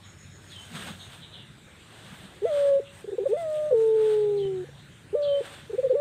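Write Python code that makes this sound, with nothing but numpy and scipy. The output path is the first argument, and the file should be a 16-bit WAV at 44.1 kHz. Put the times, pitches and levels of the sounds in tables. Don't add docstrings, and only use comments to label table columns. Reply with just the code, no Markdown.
import sys
import numpy as np
from scipy import signal
from scipy.fft import rfft, irfft, next_fast_len
from scipy.io import wavfile
from scipy.ndimage import uniform_filter1d, map_coordinates

SR = 44100
rng = np.random.default_rng(int(sys.argv[2]) if len(sys.argv) > 2 else 0)


def materialize(psi):
    bounded = np.clip(np.atleast_2d(psi).T, -1, 1)
    quanta = np.round(bounded * 32767).astype(np.int16)
    wavfile.write(sys.argv[1], SR, quanta)


N = 264776

# leap t/s, hold/s, scoop/s, first f/Hz, last f/Hz, crest height/Hz, crest delay/s,
# crest half-width/s, effort/dB, swell/dB
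COO_NOTES = [(2.453, .342, 0.036, 597, 551.3, 87, 0, .028, -13, 2.5),
             (3.332, 0.38, 0.046, 637, 603.3, 55.5, .035, 0.056, -15, 1.7),
             (5.151, .259, .025, 595.5, 560.8, 0, 0, .03, -14, 1.5),
             (5.953, .1, .029, 567, 579, 3, 0, .03, -15.5, 7)]
# t/s, length/s, first f/Hz, effort/dB
PUFFS = [(2.792, 0.015, 391, -23), (3.041, .012, 376, -24), (3.074, .029, 385, -21.5),
         (3.116, .038, 376, -18.5), (3.18, 0.0098, 454, -17), (3.193, 0.047, 387, -16),
         (3.254, .023, 583, -14.5), (3.707, 0.013, 575, -13), (3.722, 0.01, 510, -12),
         (4.686, 0.0042, 400, -33), (5.405, .01, 424, -19.5), (5.694, 0.02, 420, -28),
         (5.729, 0.027, 396, -17), (5.778, 0.024, 523, -19), (5.828, .044, 559.6, -17),
         (5.894, 0.033, 551, -16)]
# f/Hz, gain/dB
THROAT_GAIN = [(750, -42.5), (890, -37), (1020, -52.5), (1140, -42.5), (1250, -41), (1400, -40.5),
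               (1600, -40.5), (1830, -45.5), (2020, -34), (2300, -43)]
# t/s, length/s, last f/Hz, level/dB
BIRD_WHISTLES = [(.491, 0.14, 3034, -44.5), (4.362, 0.12, 2984, -47), (5.214, 0.159, 3080, -41)]
# t/s, middle f/Hz, level/dB
BIRD_CHIPS = [(.01, 3560, -56), (.979, 3590, -45.5), (1.202, 3490, -45.5), (1.313, 3490, -44),
              (1.368, 3250, -49), (1.77, 3120, -58), (2.835, 3160, -51.5), (4.76, 3770, -58),
              (3.523, 3150, -51.5)]
# peak t/s, half-width/s, level/dB
SWEEP_STROKES = [(.765, .014, -41.5), (.83, .085, -41), (1.141, 0.064, -49.5), (2.119, 0.18, -50.5),
                 (2.59, 0.092, -44.5), (4.092, 0.086, -46.5), (5.5, 0.088, -46), (5.769, 0.095, -57)]
# peak t/s, half-width/s, level/dB
RUSTLE_STROKES = [(.6, 0.11, -55.5), (1.02, 0.061, -55.5), (2.979, .038, -56), (3.31, 0.026, -57.5),
                  (3.41, 0.033, -54.5), (3.568, 0.085, -56.5), (3.831, 0.068, -57)]
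# peak t/s, half-width/s, level/dB
BOOM_STROKES = [(.835, .095, -42), (1.145, 0.051, -47), (2.165, .085, -48)]
# f/Hz, relative density/dB
BODY_SPECTRUM = [(150, -27), (300, -8.5), (450, -11.5), (800, -10.5), (1050, -13), (1550, -7.5),
                 (2300, -14), (3500, -9), (5000, -26.5), (7000, -58)]
# f/Hz, relative density/dB
HISS_SPECTRUM = [(2650, -26.5), (4500, -8), (6200, -7), (7400, -6), (8560, 3.5), (9200, -5.5),
                 (10000, -13.5), (11500, -12.5), (15500, -19.5)]
# f/Hz, relative density/dB
BOOM_SPECTRUM = [(40, -39), (120, -15.5), (182, -1), (240, -10), (400, -45)]
# t/s, level/dB
KNOCKS = [(3.267, -44), (4.453, -30), (5.791, -41)]
# t/s, f/Hz, level/dB
ENGINE_TRACK = [(0, 96.3, -55), (1, 94.2, -56), (1.6, 105, -70), (2.4, 109.7, -59.5), (3.2, 126.8, -67.5),
                (3.75, 143, -54.5), (4.1, 143.7, -54), (4.45, 143, -42.5), (4.7, 141.2, -51),
                (5.1, 136.9, -65), (6, 140.4, -55.5)]
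# f/Hz, relative density/dB
RUMBLE_SPECTRUM = [(15, -74), (25, -19.5), (74, 3.5), (108, 6.5), (145, 6), (249, -3), (293, -19.5),
                   (413, -22.5), (454, -26), (600, -12.5), (780, -50.5), (1320, -120)]
# f/Hz, relative density/dB
AIR_SPECTRUM = [(180, -28.5), (300, -1), (509, -7), (708, -9.5), (821, -9), (969, -10.5), (1050, -9.5),
                (1220, -9.5), (1560, -6.5), (3180, -11.5), (3630, -8.5), (5050, -24.5), (8430, -16),
                (9940, -27), (15500, -36)]
# f/Hz, T60/s
SHED_DECAY = [(150, 0.33), (550, 0.77), (3000, 0.27), (10000, 0.49)]


def dove(crop_hz=490, crop_width_hz=45, moan_at_s=3.733):
    voice = np.zeros((2, N))
    for leap_s, hold_s, scoop_s, *shape in COO_NOTES:
        add(voice, leap_s - scoop_s, coo(hold_s, scoop_s, *shape))
    add(voice, moan_at_s, moan())
    for start_s, *shape in PUFFS:
        add(voice, start_s, puff(*shape))
    tone, overtones = voice
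    crop = filtered(tone, lambda f: resonance(f, crop_hz, crop_width_hz))
    return crop + filtered(overtones, lambda f: amp(along(THROAT_GAIN, f)))


def coo(hold_s, scoop_s, first_hz, last_hz, crest_hz, crest_delay_s, crest_width_s, db, swell_db,
        scoop_from_hz=372, scoop_to_hz=465.3, scoop_db=-13, landing_hz=593,
        attack_s=0.0057, crest_rise_s=0.024):
    t = times(scoop_s + hold_s)
    held_s = t - scoop_s
    progress = held_s / hold_s
    low_hz = scoop_from_hz + (scoop_to_hz - scoop_from_hz) * (t / scoop_s) ** 1.4
    overshoot_hz = crest_hz * bell(held_s, crest_delay_s + crest_rise_s, crest_width_s)
    held_hz = last_hz + (first_hz - last_hz) * (1 - progress) ** 1.6 + overshoot_hz
    high_hz = leap(held_s - crest_delay_s, landing_hz, held_hz)
    high_db = db + swell_db * bell(progress, centre=0.7, half_width=0.28) + release_db(held_s, hold_s)
    envelope = (1 - np.exp(-t / attack_s)) * gate(t, scoop_s + hold_s, edge_s=0.0031)
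    return envelope * syrinx(leap(held_s, low_hz, high_hz), leap(held_s, scoop_db, high_db))


def moan(length_s=0.912, first_hz=452.6, last_hz=354.7, peak_effort_db=-11.5, steady_share=0.55):
    t = times(length_s)
    progress = t / length_s
    droop = steady_share * progress + (1 - steady_share) * progress ** 4
    hz = first_hz + (last_hz - first_hz) * droop
    effort_db = peak_effort_db - 14 * (progress - 0.44) ** 2 + release_db(t, length_s)
    return gate(t, length_s, edge_s=0.003) * syrinx(hz, effort_db)


def puff(length_s, first_hz, db, rest_hz=417, relax_s=0.076, arch_db=7):
    t = times(length_s)
    hz = rest_hz + (first_hz - rest_hz) * np.exp(-t / relax_s)
    effort_db = db + arch_db * (0.4 - (2 * t / length_s - 1) ** 2)
    return gate(t, length_s, edge_s=0.0019) * syrinx(hz, effort_db, jitter=0.03, shimmer_db=0.5)


def syrinx(hz, effort_db, jitter=0.0045, shimmer_db=0.25, breath_db=-35):
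    phase = phase_of(hz * (1 + jitter * wobble(170, len(hz))))
    tone = np.sin(phase) + amp(breath_db) * rasp(hz, width_hz=209)
    third_db = -6 + 20 * np.log2(hz / 620)
    overtones = np.sin(2 * phase) + amp(third_db) * np.sin(3 * phase)
    gain = np.sqrt(2) * amp(effort_db + shimmer_db * wobble(140, len(hz)))
    return gain * np.array([tone, overtones])


def leap(t, before, after, switch_s=0.00084):
    return before + (after - before) * (1 + np.tanh(t / switch_s)) / 2


def release_db(t, length_s, drop_db=7.5, fade_s=0.019):
    return -drop_db * np.exp((t - length_s) / fade_s)


def cage(x, mode_hz=556, width_hz=8, mode_db=-13):
    return x + amp(mode_db) * filtered(x, lambda f: resonance(f, mode_hz, width_hz))


def whistles(first_hz=4800, settle_s=0.024, flutter_hz=27):
    song = np.zeros(N)
    for start_s, length_s, last_hz, db in BIRD_WHISTLES:
        t = times(length_s)
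        swoop = np.exp(-t / settle_s)
        hz = last_hz + (first_hz - last_hz) * swoop
        flutter = 1 + 0.8 * np.cos(2 * np.pi * flutter_hz * t)
        clear = (1 - swoop) ** 2 * np.sin(phase_of(hz)) * flutter
        hoarse = np.sqrt(swoop) * rasp(hz, width_hz=1300)
        add(song, start_s, amp(db) * gate(t, length_s, edge_s=0.024) * (clear + hoarse))
    return song


def chips():
    song = np.zeros(N)
    for start_s, hz, db in BIRD_CHIPS:
        add(song, start_s, amp(db) * slide(hz, fall_hz=646, width_hz=1192, length_s=0.07, edge_s=0.035))
    return song


def twitter(start_s=0.02, step_s=0.135, first_hz=6800, sink_hz=34.9, first_db=-58, fade_db=0.3):
    song = np.zeros(N)
    for k in range(8):
        note = slide(first_hz - k * sink_hz, fall_hz=100, width_hz=630, length_s=0.098, edge_s=0.049)
        add(song, start_s + k * step_s, amp(first_db - k * fade_db) * note)
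    return song


def thin_whistle(middle_hz=5300, db=-71.5):
    note = slide(middle_hz, fall_hz=300, width_hz=179, length_s=0.6, edge_s=0.025)
    return amp(db) * np.pad(note, (0, N - len(note)))


def slide(middle_hz, fall_hz, width_hz, length_s, edge_s):
    t = times(length_s)
    return gate(t, length_s, edge_s) * rasp(middle_hz + fall_hz * (0.5 - t / length_s), width_hz)


def swishes(sweep_hiss_db=-9.5, rustle_hiss_db=-3, grain_db=0.68):
    sweep, rustle = swells(SWEEP_STROKES), swells(RUSTLE_STROKES)
    hiss = amp(sweep_hiss_db) * sweep * crackle(depth_db=1.0)
    hiss += amp(rustle_hiss_db) * rustle * crackle(depth_db=3.5)
    body = np.hypot(sweep, rustle) * noise(BODY_SPECTRUM, patchy_db=1.0)
    drag = amp(grain_db * (wobble(300) + 1.72 * wobble(35)))
    boom = swells(BOOM_STROKES) * noise(BOOM_SPECTRUM, patchy_db=5.0)
    return (hiss + body) * drag + boom


def crackle(depth_db):
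    return unit(noise(HISS_SPECTRUM, patchy_db=0.5) * amp(depth_db * wobble(900)))


def swells(strokes):
    t = np.arange(N) / SR
    return np.sqrt(sum(amp(db) ** 2 * bell(t, peak_s, width_s) for peak_s, width_s, db in strokes))


def knocks(push_s=0.001):
    track = np.zeros(N)
    age = times(0.05) / push_s
    for start_s, db in KNOCKS:
        add(track, start_s, amp(db) * 2 * age * (2 - age) * np.exp(-age))
    return track


def engine(waver=0.0035):
    track_s, track_hz, track_db = np.transpose(ENGINE_TRACK)
    t = np.arange(N) / SR
    db = np.interp(t, track_s, track_db) + wobble(11)
    hz = np.interp(t, track_s, track_hz) * (1 + waver * wobble(5.6))
    return np.sqrt(2) * amp(db) * np.sin(phase_of(hz))


def air(rumble_db=-53.5, hiss_db=-55.0):
    rumble = amp(rumble_db) * noise(RUMBLE_SPECTRUM, patchy_db=1.0)
    return rumble + amp(hiss_db) * noise(AIR_SPECTRUM, patchy_db=2.63)


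def shed(x, delay_s=0.01):
    hz, t, bins = signal.stft(rng.standard_normal(SR // 2), SR, nperseg=256)
    decay = amp(-60 * t / along(SHED_DECAY, hz)[:, None])
    tail = signal.istft(bins * decay, SR, nperseg=256)[1]
    impulse = np.pad(tail / np.linalg.norm(tail), (round(delay_s * SR), 0))
    return signal.fftconvolve(x, impulse)[:N]


def noise(spectrum, patchy_db):
    bins = signal.stft(rng.standard_normal(N), nperseg=512)[2]
    patches = uniform_filter1d(rng.standard_normal(bins.shape), size=5, axis=0)
    patches = uniform_filter1d(patches, size=12, axis=1)
    patchy = signal.istft(bins * amp(patchy_db * unit(patches)), nperseg=512)[1][:N]
    return unit(filtered(patchy, lambda f: amp(along(spectrum, f))))


def rasp(hz, width_hz):
    phase = phase_of(hz)
    return unit(wobble(width_hz, len(hz)) * np.sin(phase) + wobble(width_hz, len(hz)) * np.cos(phase))


def wobble(rate_hz, size=N):
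    knots = rng.standard_normal(int(size * rate_hz / SR) + 4)
    return map_coordinates(knots, [np.arange(size) * rate_hz / SR])


def resonance(f, centre_hz, width_hz):
    return 1j * f * width_hz / (centre_hz ** 2 - f * f + 1j * f * width_hz)


def filtered(x, response):
    size = next_fast_len(N + SR // 2)
    return irfft(rfft(x, size) * response(np.fft.rfftfreq(size, 1 / SR)), size)[:N]


def along(points, hz):
    f, values = np.transpose(points)
    return np.interp(np.log(hz + 1), np.log(f + 1), values)


def gate(t, length_s, edge_s):
    return np.sin(np.pi / 2 * np.clip(np.minimum(t, length_s - t) / edge_s, 0, 1)) ** 2


def bell(x, centre, half_width):
    return np.exp(-((x - centre) / half_width) ** 2)


def add(track, start_s, x):
    start = max(round(start_s * SR), 0)
    part = track[..., start:start + x.shape[-1]]
    part += x[..., :part.shape[-1]]


def times(length_s):
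    return np.arange(int(length_s * SR)) / SR


def phase_of(hz):
    return 2 * np.pi * np.cumsum(hz) / SR


def amp(db):
    return 10 ** (np.asarray(db) / 20)


def unit(x):
    return x / np.sqrt(np.mean(x ** 2) + 1e-20)


def scene(near_reverb_db=-34, birds_direct_db=-2):
    near = cage(dove()) + knocks()
    far = whistles() + chips() + twitter() + thin_whistle()
    birds = amp(birds_direct_db) * far + shed(far)
    return near + amp(near_reverb_db) * shed(near) + birds + swishes() + engine() + air()


def record(dry, top_hz=15600):
    return filtered(dry, lambda f: f < top_hz)[None]


dry = scene()
out = record(dry)
materialize(out)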